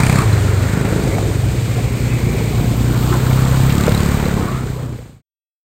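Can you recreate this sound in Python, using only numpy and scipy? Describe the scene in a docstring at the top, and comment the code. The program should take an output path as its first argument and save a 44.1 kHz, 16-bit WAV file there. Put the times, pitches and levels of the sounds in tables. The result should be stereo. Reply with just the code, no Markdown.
"""A muddy water pit among banks and trees: two single-cylinder quad bikes churn through it, close by.
The first blips its throttle and pulls away; the second comes up, revs past and follows it.
Each engine is a train of kicks through an exhaust colour, with a hiss of gas on every stroke.
Shaped noise and bubble rings make the water; slaps, gulps, fuzzy tones and whistles stand out from it.
Near the end a low engine hum swells again, and the whole sound fades out."""
import sys
import numpy as np
from scipy import signal
from scipy.fft import rfft, irfft, next_fast_len
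from scipy.io import wavfile
from scipy.ndimage import map_coordinates

SR = 44100
rng = np.random.default_rng(int(sys.argv[2]) if len(sys.argv) > 2 else 0)


def generate_wav(sig):
    """Save sig (samples, or channels by samples) to the path in sys.argv[1] as 16-bit PCM at SR."""
    pcm = np.round(np.clip(np.atleast_2d(sig).T, -1, 1) * 32767).astype(np.int16)
    wavfile.write(sys.argv[1], SR, pcm)


N = 253575  # length in samples

# Engine speed of each quad. Each row: time in seconds, firings per second.
LEADER_SPEED = [(0, 31.43), (.07, 31.94), (.17, 33.85), (.25, 27.11), (.45, 24.33), (.62, 23.99),
                (.76, 26.06), (.9, 26.81), (1.08, 26.5), (1.33, 24.8), (1.65, 27), (1.95, 28.2), (3, 27.1)]
FOLLOWER_SPEED = [(0, 30.35), (1.25, 30.12), (1.45, 31.19), (2.14, 30.49), (2.38, 28.69), (2.57, 29.82),
                  (2.95, 30.19), (3.42, 32.66), (3.64, 32.93), (3.8, 35.77), (4.2, 35.91), (4.39, 34.95),
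                  (4.55, 32.36), (4.76, 31.79), (5.2, 27.7)]
# What each exhaust passes, throttle closed and wide open. Each row: frequency in Hz, relative level in dB.
LEADER_PIPE = [(20, -44.5), (30, -15.5), (52, -10), (74, -1.5), (85, -3), (94, 9), (112, 7), (123, 6),
               (136, -8), (160, -15.5), (215, -13), (290, -26.5), (420, -27), (900, -45.5), (3000, -75.5)]
LEADER_OPEN_PIPE = [(20, -45), (32, -11), (60, -5.5), (82, -6), (100, 4), (130, 7.5), (160, 3.5),
                    (195, 2.5), (225, -3.5), (258, -3), (320, -14), (430, -12), (700, -25.5), (1200, -28.5),
                    (3000, -49.5)]
FOLLOWER_PIPE = [(20, -58.5), (31, -5), (61, 5.5), (92, -2), (108, 3.5), (124, 12), (134, 12.5), (150, 2.5),
                 (165, 1), (185, -3.5), (215, -1.5), (255, -3), (330, -14.5), (500, -29.5), (900, -43),
                 (3000, -57.5)]
FOLLOWER_OPEN_PIPE = [(20, -47), (34, -8), (70, -.5), (106, 2.5), (140, 2), (178, .5), (215, -1.5),
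                      (248, -8), (290, -14), (340, -15), (430, -16), (700, -31), (1200, -35), (3000, -54)]
# Colour of each exhaust's hiss. Each row: frequency in Hz, relative density in dB per Hz.
LEADER_RASP = [(200, -6), (400, -4), (750, -8), (1030, -4.5), (1280, -8), (1560, -2.5), (1900, -4),
               (2350, 2), (3000, -20), (4200, -9), (5600, -15), (7800, -10), (10000, -10), (13500, -28),
               (16000, -24.5)]
FOLLOWER_RASP = [(200, -12), (500, -6), (1100, -11), (2100, -9.5), (3000, -4.5), (4100, -1.5), (5600, -9),
                 (7800, -2), (10000, -11.5), (13500, -13), (16000, -13.5)]
# Each quad drives straight past. The row: time when closest in seconds, closest distance in metres,
# speed in metres per second.
LEADER_PASS = (-0.46, 2.2, 2.15)
FOLLOWER_PASS = (3.61, 2, 2.29)
# Swells and throttle changes of each exhaust note; the last row of the second table is a low engine hum that
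# swells near the end. # Each row: full from in seconds, full until in seconds, release time in seconds, # blend
# towards the open-throttle colour 0-1 (0 leaves the colour alone), exhaust gain in dB, rasp gain in dB.
LEADER_SWELLS = [(-.1, 0.206, 0.05, 1, 0, 17.5), (0.75, 1.09, 0.13, .65, 2.5, 10)]
FOLLOWER_SWELLS = [(1.48, 1.9, .1, 0, 0.5, -4), (2, 2.74, 0.24, 0, 2.5, -8),
                   (3.25, 3.7, .08, 0.037, 1, -0.5), (3.71, 4.057, 0.17, 0, 0, 6),
                   (3.795, 4.32, 0.36, 0.86, -0.5, 2.5), (4.93, 5.2, .1, 0, 1.5, 1.5)]
# The wheels plunge into deeper water. Each row: full from in seconds, full until in seconds,
# settling time in seconds, churn gain in dB, bow wave gain in dB.
PLUNGES = [(.2, .33, 0.1, 2.5, 0.5), (.88, 1.2, 0.19, 4, -5), (2.25, 2.6, 0.12, 1.5, 0),
           (3, 3.16, 0.043, -0.5, 3), (4.42, 4.5, 0.11, 4.5, 7.5), (4.8, 4.9, .08, 4, 5.5)]
# Colours of the water layers. 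Each row: frequency in Hz, relative density in dB per Hz.
CHURN_COLOUR = [(20, -23), (45, 5), (100, 7), (160, 5), (260, -5.5), (440, -3.5), (700, -12), (1200, -20),
                (3000, -61.5)]
BOW_COLOUR = [(350, -26), (700, -6.5), (1050, 3.5), (1450, -1), (2200, -22), (6000, -55)]
SPLASH_COLOUR = [(300, -37), (650, -5), (1000, -7), (1500, 0), (2300, -0.5), (3200, -19), (8000, -39.5)]
SPRAY_COLOUR = [(1500, -24.5), (2400, 1), (2900, 0.5), (4000, 1.5), (5500, -2), (7600, 1.5), (9500, -3.5),
                (12000, -9.5), (15500, -12.5)]
MIST_COLOUR = [(5000, -10), (8000, -27), (13000, -3.5), (16000, -1)]
# Stereo likeness of hiss and water at the source. Each row: frequency in Hz, left-right correlation 0-1.
LIKENESS = [(60, 0.94), (240, 0.91), (480, 0.7), (950, 0.61), (1900, 0.037), (3800, 0.044), (15000, 0.039)]
# How the banks and trees ring on. Each row: frequency in Hz, 60 dB decay time in seconds.
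TREE_DECAY = [(100, 0.25), (1000, 0.025), (10000, 0.06)]
# Sheets of water slap down, and one drop lands close. Each row: start in seconds, level in dB before
# onset and decay, centre frequency in Hz, 60 dB decay time in seconds.
SLAPS = [(.066, -19.5, 2200, .03), (.85, -24.5, 1860, .1), (3.125, -19.5, 956, 0.099),
         (3.312, -20.5, 858, 0.059), (3.373, -20, 1037, .045), (3.406, -26, 1430, .05),
         (3.452, -14.5, 5990, 0.008), (3.65, -22.5, 1250, 0.036), (3.862, -25, 1240, 0.052),
         (4.152, -21.5, 1054, .04), (4.31, -23, 1110, 0.045)]
# Fuzzy tones and bands of noise, some short and gliding, one a long, wide watery hum.
# Each row: start in seconds, end in seconds, start pitch in Hz, end pitch in Hz,
# level before the swell in dB, width in Hz.
FUZZY_TONES = [(0.166, 0.244, 1160, 1060, -23.5, 260), (0.445, 1.035, 1415, 1433, -37.5, 190),
               (1.091, 1.161, 2104, 2200, -34, 260), (1.248, 2.877, 2243, 2252, -38.5, 557),
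               (2.07, 2.172, 2605, 2560, -38, 70), (2.101, 2.55, 2290, 2080, -39.5, 300),
               (4.418, 4.572, 1068, 1130, -27.5, 100), (4.5, 4.643, 1220, 1350, -31, 130)]
# Brief whistles of exhaust gas. Each row: middle in seconds, peak level of the tone in dB, pitch in Hz.
CHIRPS = [(.33, -25.5, 4050), (3.949, -22, 3930), (3.978, -23.5, 4090), (4.257, -27, 4020)]
# Air pockets collapse behind the wheels. Each row: start in seconds, level in dB before onset and decay,
# starting pitch in Hz, 60 dB decay time in seconds, share of splatter.
GULPS = [(.852, -20.5, 554, 0.043, .3), (1.182, -11, 730, 0.03, .5), (1.78, -19, 717, 0.07, .4),
         (3.115, -13.5, 355, 0.16, .2), (3.141, -16.5, 966, 0.044, .3), (3.878, -1, 460, 0.048, .25),
         (3.879, -5, 610, .03, .3), (4.262, -7, 485, 0.04, .12), (4.986, -11, 482, 0.05, .15)]
# Uneven treble, with gaps in what both sides share and in what sets them apart.
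# Each row: frequency in Hz, gain in dB.
MID_COLOUR = [(4500, 0), (5700, -3), (7600, 1), (9200, 0), (9700, -6), (10100, -72.5), (10800, -62),
              (11200, -6.5), (11900, 0.5), (13700, 3.5), (15500, -2)]
SIDE_COLOUR = [(4500, 0), (6000, -1), (6800, -2.5), (7600, -20), (8800, 1.5), (10400, 2.5), (12000, 4.5),
               (12800, -13.5), (13400, -18.5), (14100, -20.5), (14600, -15), (15500, 5)]
# Balance of the sides. Each row: frequency in Hz, left level over right in dB.
TILT = [(60, 0), (110, -2.8), (200, -1), (380, -1.2), (700, 1), (1290, 1.5), (2380, 1.5), (4400, -1.5),
        (8120, -.3), (15000, 0)]

# The leader's throttle snaps shut and the exhaust booms, dying away as the engine slows.
OVERRUN_S, OVERRUN_RISE_S, OVERRUN_DECAY_S, OVERRUN_DB = 0.18, .02, 0.25, 4
SWELL_RISE_S, PLUNGE_RISE_S = 0.1, 0.16  # rise times, ending where each row is full
WAVER_DB, WAVER_RATE = 0.6, 9  # the load on the wheels makes the note swell and sag: depth, changes per s
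THUD_BEAM_DB = 1.2  # the exhaust note is up to this much louder from behind than from the side
# Lumps of water flung by the second quad: number a second, level when closest and its scatter;
# middle pitch, decay time and delay behind the quad.
CLOD_RATE, CLOD_DB, CLOD_SCATTER_DB = 30, -24, 3
CLOD_HZ, CLOD_T60_S, CLOD_LAG_S = 1480, 0.041, .15
CHIRP_S, CHIRP_FUZZ = 0.012, .35  # length, noise against tone
GULP_RISE = 0.036  # half the share by which a gulp's pitch climbs over its decay time
ECHO_LOW_HZ = 450  # the echo thins out below this
FADE_START_S, FADE_END_S = 4.15, 5.22
TOP_HZ = 15800  # nothing sounds above this


def amp(db):
    """Decibels to gain."""
    return 10 ** (np.asarray(db) / 20)


def unit(x):
    """Scale a signal to rms 1."""
    return x / np.sqrt(np.mean(x ** 2) + 1e-20)


def along(points, hz):
    """Read a curve of (Hz, value) points on a log frequency axis."""
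    f, v = np.transpose(points)
    return np.interp(np.log(hz + 1), np.log(f + 1), v)


def curves(rows):
    """One value per sample for each column after the time."""
    s, *cols = np.transpose(rows)
    return [np.interp(np.arange(N) / SR, s, c) for c in cols]


def wobble(rate):
    """A smooth random curve with this many knots a second."""
    knots = rng.standard_normal(int(N * rate / SR) + 4)
    return map_coordinates(knots, [np.arange(N) * rate / SR], order=2)


def swells(rows, attack_s):
    """Rise, hold and release for each (full from, full until, release, values..) row; a curve per value."""
    t = np.arange(N) / SR
    total = 0
    for start, end, release_s, *values in rows:
        rise = 1 + (t - start) / attack_s
        fall = 1 - (t - end) / release_s
        total = total + np.outer(values, np.clip(np.minimum(rise, fall), 0, 1))
    return total


def filtered(x, response):
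    """Shape a signal with a response given as a function of frequency."""
    m = next_fast_len(N + SR // 2, True)
    return irfft(rfft(x, m) * response(np.fft.rfftfreq(m, 1 / SR)), m)[..., :N]


def causal(points):
    """The minimum-phase impulse response of a (Hz, dB) curve, by folding its cepstrum."""
    size = 8192
    cepstrum = irfft(np.log(amp(along(points, np.fft.rfftfreq(size, 1 / SR)))))
    cepstrum[1:size // 2] *= 2
    cepstrum[size // 2 + 1:] = 0
    return irfft(np.exp(rfft(cepstrum)))


def spread(pair, spectrum):
    """Two unrelated signals become a coloured, partly alike stereo pair of rms 1."""
    def colour(hz):
        turn = np.arccos(np.clip(along(LIKENESS, hz), 0, 1)) / 2
        return amp(along(spectrum, hz)) * [np.cos(turn), np.sin(turn)]
    mid, side = filtered(pair, colour)
    return unit(np.array([mid + side, mid - side]))


def drive_by(path, lag_s=0):
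    """Spreading loss in dB from the closest point, and how far the tail faces this way (-1 to 1)."""
    when, closest, speed = path
    past = speed * (np.arange(N) / SR - when - lag_s)
    distance = np.hypot(closest, past)
    return 20 * np.log10(abs(closest) / distance), past / distance


def engine(speed, pipe, open_pipe, rasp, scatter_db, jitter_s, rough, open_rough, hiss_s, hiss_floor):
    """Each firing kicks the exhaust and puffs gas: thud (closed throttle), bark (open throttle), hiss."""
    turns = np.cumsum(speed) / SR
    fire = np.flatnonzero(np.diff(np.floor(turns + .95), prepend=0) > 0)
    late, size = rng.standard_normal((len(fire), 2)).T
    when = np.clip(fire + late * jitter_s * SR, 0, N - 1).astype(int)
    kicks = np.bincount(when, amp(scatter_db * size), N)
    t = np.arange(SR // 16) / SR
    puff = unit(signal.fftconvolve(kicks, t / hiss_s * np.exp(-t / hiss_s))[:N])
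    # turbulence in the puff makes every stroke a little different
    swirl = unit(puff * rng.standard_normal(N))

    def through(colour, share):
        return unit(signal.fftconvolve(unit(kicks) + share * swirl, causal(colour))[:N])
    hiss = unit(puff + hiss_floor) * spread(rng.standard_normal((2, N)), rasp)
    return through(pipe, rough), through(open_pipe, open_rough), hiss


def exhaust(thud, bark, hiss, path, note_swells, thud_db, rasp_db, beam_db):
    """Thud blends into bark, note and hiss swell or sag; both fade with distance and vary with facing."""
    near_db, facing = drive_by(path)
    opening, push_db, hiss_db = swells(note_swells, SWELL_RISE_S)
    opening = np.clip(opening, 0, 1)
    note = ((1 - opening) * thud + opening * bark) * amp(WAVER_DB * wobble(WAVER_RATE))
    note_gain = amp(thud_db + push_db + THUD_BEAM_DB * facing)
    hiss_gain = amp(rasp_db + hiss_db + beam_db * facing)  # a negative beam is quieter from behind
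    return amp(near_db) * (note_gain * note + hiss_gain * hiss)


def leader():
    """The first quad: a blip of throttle, a boom as it closes, then it labours away through the water."""
    thud, bark, hiss = engine(
        curves(LEADER_SPEED)[0], LEADER_PIPE, LEADER_OPEN_PIPE, LEADER_RASP, scatter_db=.8,
        jitter_s=.00015, rough=.08, open_rough=.22, hiss_s=.0018, hiss_floor=.4)
    since = np.arange(N) / SR - OVERRUN_S
    boom = amp(OVERRUN_DB * np.exp(-np.maximum(-since / OVERRUN_RISE_S, since / OVERRUN_DECAY_S)))
    return exhaust(boom * thud, bark, hiss, LEADER_PASS, LEADER_SWELLS,
                   thud_db=-14.5, rasp_db=-37.0, beam_db=-5.5)


def follower():
    """The second quad comes up and revs past, its strokes more even; a low engine hum near the end is voiced
    here too."""
    thud, bark, hiss = engine(
        curves(FOLLOWER_SPEED)[0], FOLLOWER_PIPE, FOLLOWER_OPEN_PIPE, FOLLOWER_RASP, scatter_db=.5,
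        jitter_s=.00007, rough=.07, open_rough=.07, hiss_s=.0014, hiss_floor=.08)
    return exhaust(thud, bark, hiss, FOLLOWER_PASS, FOLLOWER_SWELLS,
                   thud_db=-14.0, rasp_db=-39, beam_db=-1.5)


def bubbles(rate, hz, cycles, size_db):
    """A stream of damped rings, rising in pitch, at random times; size_db skews their levels."""
    count = int(rate * N / SR)
    start, pitch, size, side = rng.random((count, 4)).T[:, :, None]
    f = hz * 2 ** (2.4 * pitch - 1.2)
    n = np.arange(int(4 * cycles * SR / hz) + 8)
    age = f * n / SR / cycles
    tone = np.sin(2 * np.pi * cycles * age * (1 + .1 * age))
    # above 0 dB a few rings are far larger than the rest, below 0 dB a few are smaller
    ring = amp(-size_db * np.log(1 - .98 * size)) * np.exp(-3 * age) * tone
    where = ((start * N).astype(int) + n).ravel()
    gains = np.cos(2 * np.pi * side), np.sin(2 * np.pi * side)
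    return unit(np.array([np.bincount(where, (ring * g).ravel(), N)[:N] for g in gains]))


def water_layer(spectrum, grains, grain_share, surge_db):
    """Rushing water with bubbles in it, surging at random as the tyre lugs dig in."""
    mix = rng.standard_normal((2, N)) + grain_share * grains
    return unit(spread(mix, spectrum) * amp(surge_db * (wobble(10) + wobble(70))))


def wake(leader_db, follower_db, pit_db, falloff, lag_s, wheelspin):
    """Gain of thrown water: it trails or leads each quad and fades with distance, over a steady pit level."""
    power = amp(pit_db) ** 2
    quads = ((leader_db, LEADER_PASS, LEADER_SWELLS), (follower_db, FOLLOWER_PASS, FOLLOWER_SWELLS))
    for db, path, note_swells in quads:
        # wheelspin follows a share of the rasp gain
        spin_db = wheelspin * swells(note_swells, SWELL_RISE_S)[2]
        power = power + amp(db + falloff * drive_by(path, lag_s)[0] + spin_db) ** 2
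    return np.sqrt(power)


def water():
    """Big bubbles churn under the wheels, the bow wave gurgles, sheets splash down and droplets fizz."""
    droplets = bubbles(rate=2000, hz=6070, cycles=5, size_db=-0.5)
    gurgles = bubbles(rate=900, hz=1346, cycles=18, size_db=2.0)
    big_bubbles = bubbles(rate=260, hz=526.0, cycles=13.3, size_db=3.0)
    churn = water_layer(CHURN_COLOUR, big_bubbles, grain_share=0.16, surge_db=0.93)
    bow = water_layer(BOW_COLOUR, gurgles, grain_share=0.28, surge_db=-0.65)
    splash = water_layer(SPLASH_COLOUR, gurgles, grain_share=0.21, surge_db=0.9)
    spray = water_layer(SPRAY_COLOUR, droplets, grain_share=0.19, surge_db=0.66)
    mist = water_layer(MIST_COLOUR, droplets, grain_share=0.61, surge_db=1.0)
    plunge, bow_swell = amp(swells(PLUNGES, PLUNGE_RISE_S))
    churn *= plunge * wake(leader_db=-21.5, follower_db=-23.0, pit_db=-26,
                           falloff=0.68, lag_s=0.2, wheelspin=0.062)
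    bow *= bow_swell * wake(leader_db=-33.5, follower_db=-31.5, pit_db=-52.0,
                            falloff=2.04, lag_s=-.08, wheelspin=0.27)
    splash *= wake(leader_db=-27.0, follower_db=-29.5, pit_db=-39.5,
                   falloff=1.78, lag_s=0.34, wheelspin=0.14)
    spray *= wake(leader_db=-28.5, follower_db=-31.0, pit_db=-37.5,
                  falloff=0.96, lag_s=-.05, wheelspin=0.032)
    mist *= wake(leader_db=-62.0, follower_db=-34.5, pit_db=-67.0,
                 falloff=1.4, lag_s=-.35, wheelspin=.1)
    return churn + bow + splash + spray + mist


def trees(x):
    """The banks and trees scatter a short, diffuse answer: decaying noise, 700 samples late."""
    hz, t, z = signal.stft(rng.standard_normal((2, SR // 2)), SR, nperseg=256)
    decay = amp(-60 * t / along(TREE_DECAY, hz)[:, None])
    tail = signal.istft(z * decay, SR, nperseg=256)[1]
    late = np.pad(x, (700, 0))[None]
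    return signal.fftconvolve(late, tail / np.linalg.norm(tail[0]), axes=1)[:, :N]


def slap(db, hz, t60):
    """Falling water hits the surface in a broad burst of noise that dies quickly."""
    t = np.arange(SR // 5) / SR
    band = signal.butter(2, [hz / 1.4, hz * 1.4], "band", fs=SR, output="sos")
    noise = unit(signal.sosfilt(band, rng.standard_normal(len(t))))
    return amp(db - 60 * t / t60) * (1 - np.exp(-t / 0.00067)) * noise


def slaps():
    """A few big sheets slap down, amid a patter of smaller lumps behind the second quad."""
    out = np.zeros(N + SR)
    for s, db, hz, t60 in SLAPS:
        out[round(s * SR):][:SR // 5] += slap(db, hz, t60)
    near_db = drive_by(FOLLOWER_PASS, CLOD_LAG_S)[0]
    for when, size, pitch in rng.random((int(CLOD_RATE * N / SR), 3)):
        i = int(when * N)
        db = CLOD_DB + 2 * near_db[i] + CLOD_SCATTER_DB * (2 * size - 1)
        out[i:][:SR // 5] += slap(db, CLOD_HZ * 2 ** (2 * pitch - 1), CLOD_T60_S)
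    return out[:N]


def fuzzy_tones():
    """Fuzzy tones and a long, wide watery hum: low-passed noise shifted up to a pitch that may glide."""
    out = np.zeros(N)
    for start, end, from_hz, to_hz, db, width in FUZZY_TONES:
        u = np.linspace(0, 1, max(int((end - start) * SR), 64))
        lowpass = signal.butter(2, width / 2, fs=SR, output="sos")
        fuzz = signal.sosfilt(lowpass, rng.standard_normal((len(u), 2)) @ [1, 1j])
        pitch_hz = from_hz + (to_hz - from_hz) * u
        tone = (fuzz * np.exp(2j * np.pi * np.cumsum(pitch_hz) / SR)).real
        swell = np.sqrt(4 * u * (1 - u))
        out[round(start * SR):][:len(u)] += amp(db) * unit(tone) * swell
    return out


def chirps():
    """A puff of gas whistles for a few milliseconds: a sine with some noise under a smooth hump."""
    out, t = np.zeros(N), np.arange(int(CHIRP_S * SR)) / SR
    for s, db, hz in CHIRPS:
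        whistle = np.sin(2 * np.pi * hz * t) + CHIRP_FUZZ * rng.standard_normal(len(t))
        out[round((s - CHIRP_S / 2) * SR):][:len(t)] += amp(db) * np.hanning(len(t)) * whistle
    return out


def gulps():
    """Air pockets collapse behind a wheel: each rings briefly, rising in pitch, in a burst of splatter."""
    out, t = np.zeros(N + SR), np.arange(SR // 5) / SR
    for s, db, hz, t60, share in GULPS:
        ring = np.sin(2 * np.pi * hz * t * (1 + GULP_RISE * t / t60))
        resonance = signal.iirpeak(hz, 1.2, SR)
        splatter = unit(signal.lfilter(*resonance, rng.standard_normal(len(t))))
        envelope = amp(db - 60 * t / t60) * (1 - np.exp(-t / 0.0016))
        out[round(s * SR):][:len(t)] += envelope * (ring + share * splatter)
    return out[:N]


def scene():
    """Both quads in the water, among the trees."""
    near = leader() + follower() + slaps() + fuzzy_tones() + chirps() + gulps()
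    # trunks scatter little bass
    echo = filtered(trees(near.mean(axis=0)), lambda hz: hz ** 2 / (hz ** 2 + ECHO_LOW_HZ ** 2))
    return near + amp(-4.5) * echo + water()


def record(dry):
    """Uneven treble, a fade-out, rounded peaks, sides that differ in level, and a cut-off top."""
    mid = filtered(dry[0] + dry[1], lambda hz: amp(along(MID_COLOUR, hz))) / 2
    side = filtered(dry[0] - dry[1], lambda hz: amp(along(SIDE_COLOUR, hz))) / 2
    fade = np.interp(np.arange(N) / SR, [FADE_START_S, FADE_END_S], [1, 0])
    heard = np.array([mid + side, mid - side]) * fade
    heard = heard / (1 + np.abs(heard / .97) ** 8) ** (1 / 8)  # peaks bend over towards 0.97
    halves = np.array([[.5], [-.5]])  # half the tilt lifts the left, half lowers the right
    return filtered(heard, lambda hz: amp(halves * along(TILT, hz)) * (hz < TOP_HZ))


dry = scene()
out = record(dry)
generate_wav(out)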